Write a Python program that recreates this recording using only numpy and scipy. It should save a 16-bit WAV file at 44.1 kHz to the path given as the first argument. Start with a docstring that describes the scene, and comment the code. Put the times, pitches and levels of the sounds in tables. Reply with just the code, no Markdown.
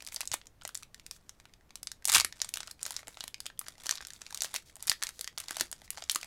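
"""Sharp snaps and fine crackle of a sealed foil pack, worked open by two hands close to a microphone.
Each snap is a facet of the foil buckling; the crackle is tiny creases giving way under the squeeze.
The seam rips once, foil slides on foil or skin, and the pack thuds softly in the fingers.
A small room adds a short tail over faint hiss and rumble."""
import sys
import numpy as np
from scipy import signal
from scipy.fft import rfft, irfft
from scipy.io import wavfile
from scipy.ndimage import uniform_filter1d

SR = 44100
rng = np.random.default_rng(int(sys.argv[2]) if len(sys.argv) > 2 else 0)


def generate_wav(sig):
    """Save sig (samples, or channels by samples) to the path in sys.argv[1] as 16-bit PCM at SR."""
    pcm = np.round(np.clip(np.atleast_2d(sig).T, -1, 1) * 32767).astype(np.int16)
    wavfile.write(sys.argv[1], SR, pcm)


N = 276330
TIME_S = np.arange(N) / SR
KERNEL_SAMPLES = 1024
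KERNEL_HZ = np.fft.rfftfreq(KERNEL_SAMPLES, 1 / SR)


def undb(db):
    """Decibels to gain."""
    return 10 ** (np.asarray(db) / 20)


def unit_rms(x):
    """Scale to rms 1."""
    return x / np.sqrt(np.mean(x ** 2))


def contour(hz, points):
    """Interpolate (Hz, value) points on a log-frequency axis."""
    point_hz, value = np.transpose(points)
    return np.interp(np.log(hz + 1), np.log(point_hz), value)


def minimum_phase(gain_db):
    """The most sudden response with these gains at KERNEL_HZ."""
    cepstrum = irfft(np.log(undb(gain_db)))
    cepstrum[1:KERNEL_SAMPLES // 2] *= 2
    cepstrum[KERNEL_SAMPLES // 2 + 1:] = 0
    return irfft(np.exp(rfft(cepstrum)))


def convolve(x, response):
    """Convolve, keeping the length of x."""
    return signal.fftconvolve(x, response)[:len(x)]


def add(out, start_s, sound):
    """Mix a sound in at start_s."""
    start = max(int(start_s * SR), 0)
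    out[start:start + len(sound)] += sound[:max(len(out) - start, 0)]


# Noise floor spectrum. Each row: frequency in Hz, relative level in dB.
FLOOR_SPECTRUM = [(20, 2), (85, -1.5), (160, -7), (270, -12), (500, -15.5), (1000, -20), (2000, -26),
                  (4000, -30.5), (8000, -33.5), (15500, -36.5), (16200, -55)]


def noise_floor(rms_db):
    """Steady room rumble and microphone hiss."""
    gain = undb(contour(np.fft.rfftfreq(N, 1 / SR), FLOOR_SPECTRUM))
    noise = irfft(rfft(rng.standard_normal(N)) * gain, N)
    return undb(rms_db) * unit_rms(noise)


# Room decay. Each row: band centre in Hz, level in dB, T60 in seconds.
ROOM_BANDS = [(300, -10, 0.21), (805, -19, 0.17), (2140, -9.5, 0.14), (5300, -15.5, 0.17),
              (9400, -16.5, 0.15), (14000, -12.5, 0.14)]


def room_tail(dry, first_wall_s):
    """Diffuse tail of a small furnished room, longest in the bass."""
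    t = np.arange(SR // 2) / SR
    hz = np.fft.rfftfreq(len(t), 1 / SR)
    centres_hz = [row[0] for row in ROOM_BANDS]
    spectrum = rfft(rng.standard_normal(len(t)))
    tail = np.zeros(len(t))
    for weights, (_, level_db, t60_s) in zip(np.eye(len(ROOM_BANDS)), ROOM_BANDS):
        build_up = np.minimum(t / first_wall_s, 1) ** 2
        envelope = build_up * undb(-60 * t / t60_s)
        band = irfft(spectrum * contour(hz, list(zip(centres_hz, weights))), len(t))
        tail += undb(level_db) * band * envelope / np.sqrt(np.sum(envelope ** 2))
    return convolve(dry, tail)


# Pack thuds. Each row: start in seconds, level in dB, pitch in Hz, T60 in seconds.
THUDS = [(0.316, -41, 110, 0.041), (0.341, -53, 324, 0.028), (0.651, -54.5, 307, 0.03),
         (2.098, -52, 170, 0.057), (2.141, -47.5, 77.5, 0.56), (2.165, -44.5, 156, 0.12),
         (3.08, -46, 484, 0.039), (3.24, -44, 232, 0.014), (3.859, -49, 352, 0.034),
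         (4.895, -34.5, 115, 0.017), (5.194, -48, 484, 0.033), (5.509, -41.5, 364, 0.015),
         (5.609, -36, 242, 0.045), (5.612, -37, 345, 0.038), (6.16, -43, 342, 0.028)]


def thuds(roughness):
    """The pack flexes or bumps the fingers: a damped low swing, roughened by the cards inside."""
    out = np.zeros(N)
    t = np.arange(SR // 4) / SR
    for start_s, level_db, hz, t60_s in THUDS:
        cards = signal.lfilter(*signal.iirpeak(hz, Q=1, fs=SR), rng.standard_normal(len(t)))
        swing = np.sin(2 * np.pi * hz * t) + roughness * unit_rms(cards)
        add(out, start_s, undb(level_db - 60 * t / t60_s) * swing)
    return out


# Short slides. Each row: start in seconds, length in seconds, level in dB, centre in Hz.
SCRAPES = [(0.115, 0.035, -51, 8400), (0.319, 0.036, -40.5, 4400), (0.75, 0.072, -62.5, 5630),
           (1.107, 0.076, -60.5, 5600), (2.862, 0.05, -53, 5000), (3.08, 0.098, -67, 7460),
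           (4.123, 0.062, -64, 6460), (4.438, 0.023, -41, 5500), (4.544, 0.03, -38, 4400),
           (4.648, 0.068, -61.5, 4800), (4.874, 0.0053, -33, 4970), (4.896, 0.044, -42.5, 5000),
           (5.108, 0.16, -62, 5940), (5.596, 0.034, -41, 3580), (5.838, 0.026, -59, 5330),
           (6.1, 0.043, -48, 5000)]


def scrapes(strong_slips_per_s, q):
    """Foil slides on foil or skin: dense slips through one broad resonance."""
    out = np.zeros(N)
    for start_s, length_s, level_db, centre_hz in SCRAPES:
        n = int(length_s * SR)
        slips = rng.standard_normal(n)
        strong = rng.random(n) < strong_slips_per_s / SR
        slide = signal.lfilter(*signal.iirpeak(centre_hz, q, fs=SR), slips * (0.72 + 3 * strong))
        add(out, start_s, undb(level_db) * unit_rms(slide) * signal.windows.tukey(n, 0.5))
    return out


# Finger squeezes and pulls. Each row: start in seconds, end in seconds, relative level in dB.
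SQUEEZES = [(0, .24, -61), (0.337, 0.352, -51.5), (0.642, 0.847, -68), (.95, 1.517, -74.5),
            (2.19, 2.267, -70), (2.366, 2.476, -55), (2.54, 2.71, -58.5), (2.814, 2.995, -51.5),
            (3.073, 3.29, -58.5), (3.414, 3.48, -67), (3.65, 3.719, -54), (3.801, 3.963, -51.5),
            (4.018, 4.326, -60.5), (4.307, 4.601, -53.5), (4.636, 4.73, -65), (4.804, 4.907, -54),
            (5.01, 5.105, -55), (5.174, 5.285, -65.5), (5.39, 5.651, -49.5), (5.72, 5.856, -61),
            (5.935, 6.054, -53.5), (6.089, 6.27, -55.5)]


def finger_effort(press_db_per_s, release_db_per_s):
    """How hard the fingers work the foil, as a gain: each squeeze sets in, holds and lets go."""
    effort = np.zeros(N)
    for start_s, end_s, level_db in SQUEEZES:
        press_db = press_db_per_s * np.maximum(start_s - TIME_S, 0)
        release_db = release_db_per_s * np.maximum(TIME_S - end_s, 0)
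        effort = np.maximum(effort, undb(level_db - press_db - release_db))
    return effort


def buckle(chatter, chatter_s, flutter, flutter_s):
    """A facet flips: one kick, a burst of chatter and a weak flutter of the sheet, whitened."""
    t = np.arange(KERNEL_SAMPLES) / SR
    envelope = chatter * np.exp(-t / chatter_s) + flutter * np.exp(-t / flutter_s)
    push = rng.standard_normal(KERNEL_SAMPLES) * envelope
    push[0] = rng.choice([-1, 1])
    power = uniform_filter1d(np.abs(rfft(push)) ** 2, size=51)
    return convolve(push, minimum_phase(-10 * np.log10(power)))


def resonance_db(hz, q, strength_db, span_bins):
    """Gain curve of a facet resonance that gathers the energy of nearby frequencies."""
    detuning = 2 * q * (KERNEL_HZ - hz) / hz
    power = 1 + undb(strength_db) ** 2 / (1 + detuning ** 2)
    return 10 * np.log10(power / uniform_filter1d(power, size=span_bins))


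def crackle(spectrum, creases_per_s, spread_db, ring_db):
    """Tiny creases give way at random, most weak, a few strong, on facets of different pitch."""
    out = np.zeros(N)
    facets_hz = np.geomspace(900, 11000, 10)
    for hz in facets_hz:
        sizes = undb(spread_db * np.minimum(rng.exponential(size=N), 2))
        kicks = sizes * (rng.random(N) < creases_per_s / len(facets_hz) / SR)
        facet_db = contour(KERNEL_HZ, spectrum) + resonance_db(hz, 5, ring_db, span_bins=201)
        push = buckle(chatter=0.67, chatter_s=0.00046, flutter=0.17, flutter_s=0.0029)
        out += convolve(kicks, convolve(push, minimum_phase(facet_db)))
    return unit_rms(out)


def crease_stress(rest, settle_s, db_per_snap_db):
    """Each snap throws load on the small creases, which then dies away."""
    settling = np.exp(-TIME_S[:SR // 4] / settle_s)
    stress = np.full(N, rest)
    for start_s, level_db, *_ in SNAPS:
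        add(stress, start_s, undb(level_db * db_per_snap_db) * settling)
    return stress


# Rustle spectrum. Each row: frequency in Hz, relative level in dB.
RUSTLE_SPECTRUM = [(200, -19), (450, -8), (750, -4), (1500, 1), (2500, -3), (4500, 0), (7000, 0),
                   (10000, -5), (13000, -13), (16000, -23)]


def rustle(effort, gain_db):
    """Fine crackle of squeezed foil, louder just after each snap."""
    stress = crease_stress(rest=0.69, settle_s=0.018, db_per_snap_db=0.69)
    creases = crackle(RUSTLE_SPECTRUM, creases_per_s=450, spread_db=7.5, ring_db=9)
    return undb(gain_db) * effort * stress * creases


# Seam tear spectrum. Each row: frequency in Hz, relative level in dB.
RIP_SPECTRUM = [(150, -27), (330, -28), (500, -16), (700, -10), (1050, 1), (2000, -4), (2800, 0), (6000, 0),
                (10000, -3), (13000, -11), (16000, -22)]


def seam_rip(peak_s, peak_db, swell_s, swell_db, release_s, release_db):
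    """The seam tears: dense crackle that swells to a peak and runs out."""
    corners_s = [peak_s - swell_s, peak_s, peak_s + release_s]
    corners_db = [peak_db - swell_db, peak_db, peak_db - release_db]
    envelope = undb(np.interp(TIME_S, corners_s, corners_db, left=-np.inf, right=-np.inf))
    return envelope * crackle(RIP_SPECTRUM, creases_per_s=1000, spread_db=10, ring_db=6.5)


# Base snap spectrum. Each row: frequency in Hz, relative level in dB.
SNAP_SPECTRUM = [(120, -39.5), (280, -20), (420, -18.5), (650, -11), (1040, -8), (1700, -4.5), (2600, -5),
                 (4200, 1.5), (6700, 1), (8400, -1.5), (10600, -5), (13400, -12.5), (15500, -21.5)]
# Body and treble shelves. Each row: frequency in Hz, share of the boost from 0 to 1.
BODY_SHELF = [(800, 1), (2100, .6), (5000, 0)]
TREBLE_SHELF = [(5000, 0), (10000, 1)]


def facet_snap(body_db, treble_db, ring_hz, ring_db, ring_q):
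    """One facet flips and rings: a large one has more body, a sharp one more treble."""
    facet_db = contour(KERNEL_HZ, SNAP_SPECTRUM)
    facet_db += body_db * contour(KERNEL_HZ, BODY_SHELF)
    facet_db += treble_db * contour(KERNEL_HZ, TREBLE_SHELF)
    facet_db += resonance_db(ring_hz, ring_q, ring_db, span_bins=601)
    push = buckle(chatter=0.18, chatter_s=0.00065, flutter=0.087, flutter_s=0.003)
    return convolve(push, minimum_phase(facet_db))


def ticks(effort, count, idle_db, over_effort_db, spread_db, tone_spread_db):
    """Weaker, duller facets flip at random among the snaps, louder as the fingers work harder."""
    out = np.zeros(N)
    starts_s = (np.arange(count) + rng.random(count)) / count * TIME_S[-1]
    pitches_hz = np.exp(rng.uniform(np.log(800), np.log(4000), count))
    scatter = rng.uniform(-1, 1, (count, 3))
    for start_s, hz, (size, body, treble) in zip(starts_s, pitches_hz, scatter):
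        tick = facet_snap(body_db=3.5 + tone_spread_db * body, treble_db=-1 + tone_spread_db * treble,
                          ring_hz=hz, ring_db=15, ring_q=6)
        drive = effort[int(start_s * SR)] + undb(idle_db)
        add(out, start_s, drive * undb(over_effort_db + spread_db * size) * tick)
    return out


# Foil snaps. Each row: start in seconds, relative level, body and treble in dB, ring pitch in Hz.
SNAPS = [(0.0232, -24, 16, 9, 5000), (0.0491, -29, 4, 14, 4570), (0.066, -11, -17, -6, 650),
         (0.0739, -15, -2, 7, 2340), (0.0866, -15.5, -5, -4, 650), (0.1217, -22.5, -1, -2, 990),
         (0.1446, -17.5, 1, 14, 910), (0.162, -4.5, -19, -0.5, 4680), (0.1681, -15, 3, -11, 650),
         (0.2071, -9, 8, 10.5, 2660), (0.2145, -3.5, -19, -7, 2590), (0.232, -22.5, 13, -5, 1120),
         (0.255, -20, -10, 5, 900), (0.2751, -6, -19, -3, 7900), (0.3166, -3.5, -0.5, -7, 7320),
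         (0.3357, -14, 14, 12, 3110), (0.3406, -11.5, 25.5, 14.5, 7170), (0.4148, -23, 3.5, -15, 2760),
         (0.4695, -24, 1, 1.5, 6750), (0.62, -23.5, 6.5, -8, 1410), (0.6349, -37, 8, 14, 7320),
         (0.6516, -11.5, 17, -1, 7320), (0.6767, -20.5, 4, 16.5, 3050), (0.6915, -17.5, 7.5, 0, 1650),
         (0.7469, -20.5, -3, 15.5, 3310), (0.7522, -7.5, -2, -2, 6960), (0.7746, -19, -9, 7, 8240),
         (0.832, -16.5, -6, -0.5, 2590), (0.9452, -16.5, -6, -1.5, 1840), (0.9975, -22.5, -1, -3, 2470),
         (1.0645, -15.5, -9, 3.5, 2430), (1.1115, -14, 5, 6, 5290), (1.2941, -19.5, 7, 3.5, 6160),
         (1.4002, -26.5, 4, -1, 1870), (1.4547, -28.5, 17, 0, 2880), (1.5376, -23.5, -9, -8, 2590),
         (1.7066, -24.5, 7.5, -7, 690), (1.7563, -12, -6, 2.5, 660), (1.8307, -19.5, 8.5, 15.5, 5200),
         (1.8718, -2, -7, -13, 9350), (1.9169, -8.5, -11.5, -1.5, 1660), (2.0452, -20, -10, 3, 2590),
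         (2.054, 0.5, -11, 7.5, 750), (2.0756, -14, -11, 16, 7840), (2.0833, -5, 10, 5, 9500),
         (2.0929, -3, 2, 2, 2490), (2.0976, 4.5, -1.5, 2.5, 830), (2.119, -10, 1, 18, 6220),
         (2.1268, -4, 12, 6, 7170), (2.138, -6, 3, 13.5, 1250), (2.146, 5.5, -0.5, -1, 2820),
         (2.1484, 12, -5.5, 0.5, 2490), (2.1583, 4, 3, 5, 2760), (2.1635, -0.5, 13.5, 2, 1410),
         (2.1692, 2, 3.5, 6, 2760), (2.1824, 4.5, 0, 3, 2810), (2.1997, 8, -4, -3.5, 1200),
         (2.2079, 6.5, -17, -5, 2150), (2.2149, -6.5, 5, -1, 1120), (2.2476, 1, 13, 1.5, 10400),
         (2.3255, -11, -6.5, -9, 1760), (2.4024, -11.5, -4, -23, 770), (2.4173, 1, -0.5, -1, 6130),
         (2.4462, -10.5, 5, -3.5, 8300), (2.4907, -13, -7, 8, 2480), (2.5395, -2, -13, 3.5, 2650),
         (2.558, -15.5, 10, 1, 5970), (2.5719, -10.5, 10.5, 7, 2970), (2.6051, -6, 4.5, -11.5, 8860),
         (2.6315, -13.5, 2, -6, 1300), (2.674, -15, -7, -2, 654), (2.6783, -14.5, 1.5, -22, 1300),
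         (2.7125, -17, -10, 8, 4490), (2.83, -11.5, -0.5, 10, 8110), (2.8533, -8.5, 1, -8, 7030),
         (2.8639, -9.5, 6.5, 6, 640), (2.9074, -12, 4, 7.5, 980), (2.921, -22, -4, 14, 4590),
         (2.9653, 1, -31, -10, 1130), (3.0309, -29, 19.5, -7, 1190), (3.0724, -23, 13, 3, 670),
         (3.0813, -25.5, 30, 14.5, 7200), (3.1718, -16, 7, -10, 1270), (3.2068, -7, 0.5, -5.5, 3950),
         (3.2398, -17.5, 15.5, 10.5, 3820), (3.2791, -16, 5.5, 9.5, 3380), (3.3434, -7.5, -7.5, -9, 2460),
         (3.4039, -15, 5, 9, 4600), (3.4575, -14.5, 9, -8, 7780), (3.4647, -8, -1, 2, 3180),
         (3.5009, -26, 16.5, -14, 1790), (3.5922, -16.5, 3, 22.5, 4400), (3.6138, -20.5, 10.5, -1, 1200),
         (3.6657, -18.5, 3, -29, 1500), (3.6839, -18, 18.5, 11, 4970), (3.8365, -23.5, 4, 8, 2110),
         (3.8586, -11, 0.5, 0, 920), (3.867, -3, -10, -3, 1040), (3.893, 2, -2.5, -3, 1690),
         (3.9104, 1, -1, 1, 6150), (3.924, -12, 6.5, -15, 1130), (3.955, -13.5, -14, 3, 4230),
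         (3.9748, -9.5, -10, -18, 1470), (3.9819, -9.5, -11, -28, 1170), (4.0067, -21, 15.5, -23, 1520),
         (4.0126, -19.5, -7, 0, 1480), (4.0248, -17, 4, -10, 1350), (4.0501, -10, -11, -12, 1590),
         (4.0702, -15.5, -9, 6, 1590), (4.1046, -13, -8, -5, 1680), (4.1345, -23.5, 6, 5.5, 6850),
         (4.2174, -15, 8, -2, 7030), (4.2654, -12.5, -9, -10, 2380), (4.3072, -21, 2, 4, 1690),
         (4.3462, -6, -10.5, 2, 1200), (4.3746, -9, -17, 1, 2810), (4.4068, -4.5, -17, -6, 6100),
         (4.42, 1, -8, 2.5, 675), (4.4353, -6.5, -23, -3, 7900), (4.446, -12.5, 18.5, 6, 5400),
         (4.542, -15.5, 18.5, 16.5, 3670), (4.5498, -17.5, 22.5, 5, 4970), (4.562, -1.5, -5.5, -0.5, 2340),
         (4.756, -30, 8, 14, 8050), (4.7667, -29, 13.5, 12, 650), (4.826, -17, -3.5, 14.5, 1000),
         (4.8707, -17.5, -3, 18, 1380), (4.8811, -2.5, 3, -5, 11100), (4.8967, 5.5, -2.5, 6.5, 4660),
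         (4.9167, 3.5, 0, -14, 1880), (5.0206, -10, 3, -12, 1950), (5.026, -2.5, 2.5, 0.5, 1890),
         (5.0358, -0.5, -8.5, 2.5, 1730), (5.0689, -3.5, -14, -4, 2100), (5.0908, -11.5, -0.5, 4, 1690),
         (5.1931, -14, -2.5, 2, 650), (5.211, -11.5, -1, 12.5, 4260), (5.2442, -8, -13.5, -3, 1760),
         (5.2761, -5.5, -2, -6, 1920), (5.3775, -4.5, -1.5, -11, 760), (5.3829, -12, -0.5, 8, 1560),
         (5.402, -14, 1, 11.5, 3180), (5.4843, -9, -11, -4, 780), (5.5085, -10.5, 10.5, 8, 1740),
         (5.5687, -9, 7.5, 5.5, 720), (5.5978, -4, -4, -2, 806), (5.6097, -2, 14.5, 10, 5160),
         (5.7148, -19.5, -3, 15, 730), (5.7278, -12, 11.5, 1.5, 7950), (5.818, -35, 21.5, 10, 810),
         (5.9048, -11.5, 0, 15, 2780), (5.9742, -15.5, 16, -10, 7030), (6.0231, -10, 4.5, -12, 685),
         (6.0393, -15.5, -1, -4, 7100), (6.097, 7, -11, -4, 2820), (6.1115, -5.5, -10, -8, 6750),
         (6.1163, -16.5, -5, 23.5, 4140), (6.1481, -10, 3, 8, 7030), (6.1588, -0.5, 4, 5.5, 1160),
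         (6.2132, -17, -15, 3, 3050), (6.2305, -10.5, 3.5, -3, 2340), (6.2447, -22, 9, 6, 760)]


def snaps(gain_db, body_trim_db, treble_trim_db):
    """The foil buckles in distinct snaps, each with the tone and ring of its facet."""
    out = np.zeros(N)
    for start_s, level_db, body_db, treble_db, hz in SNAPS:
        snap = facet_snap(body_db + body_trim_db, treble_db + treble_trim_db, hz, ring_db=10, ring_q=5.1)
        add(out, start_s, undb(level_db + gain_db) * snap)
    return out


def scene():
    """The pack, its room tail and the noise floor, in mono."""
    effort = finger_effort(press_db_per_s=593, release_db_per_s=450)
    pack = snaps(gain_db=1.05, body_trim_db=1.72, treble_trim_db=-0.12)
    pack += seam_rip(peak_s=2.158, peak_db=-20.5, swell_s=0.085, swell_db=24.5,
                     release_s=0.048, release_db=22)
    pack += ticks(effort, count=70, idle_db=-66.5, over_effort_db=31, spread_db=8.5, tone_spread_db=8)
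    pack += rustle(effort, gain_db=-0.5)
    pack += scrapes(strong_slips_per_s=1300, q=1.124)
    pack += thuds(roughness=0.25)
    return (pack + room_tail(pack, first_wall_s=0.005) + noise_floor(rms_db=-63.7))[None]


def record(dry):
    """Soft-clip the highest peaks, then low-pass."""
    ceiling, cutoff_hz = 0.9, 16300
    lowpass = signal.ellip(8, 0.2, 70, cutoff_hz, fs=SR, output="sos")
    return signal.sosfilt(lowpass, ceiling * np.tanh(dry / ceiling))


dry = scene()
out = record(dry)
generate_wav(out)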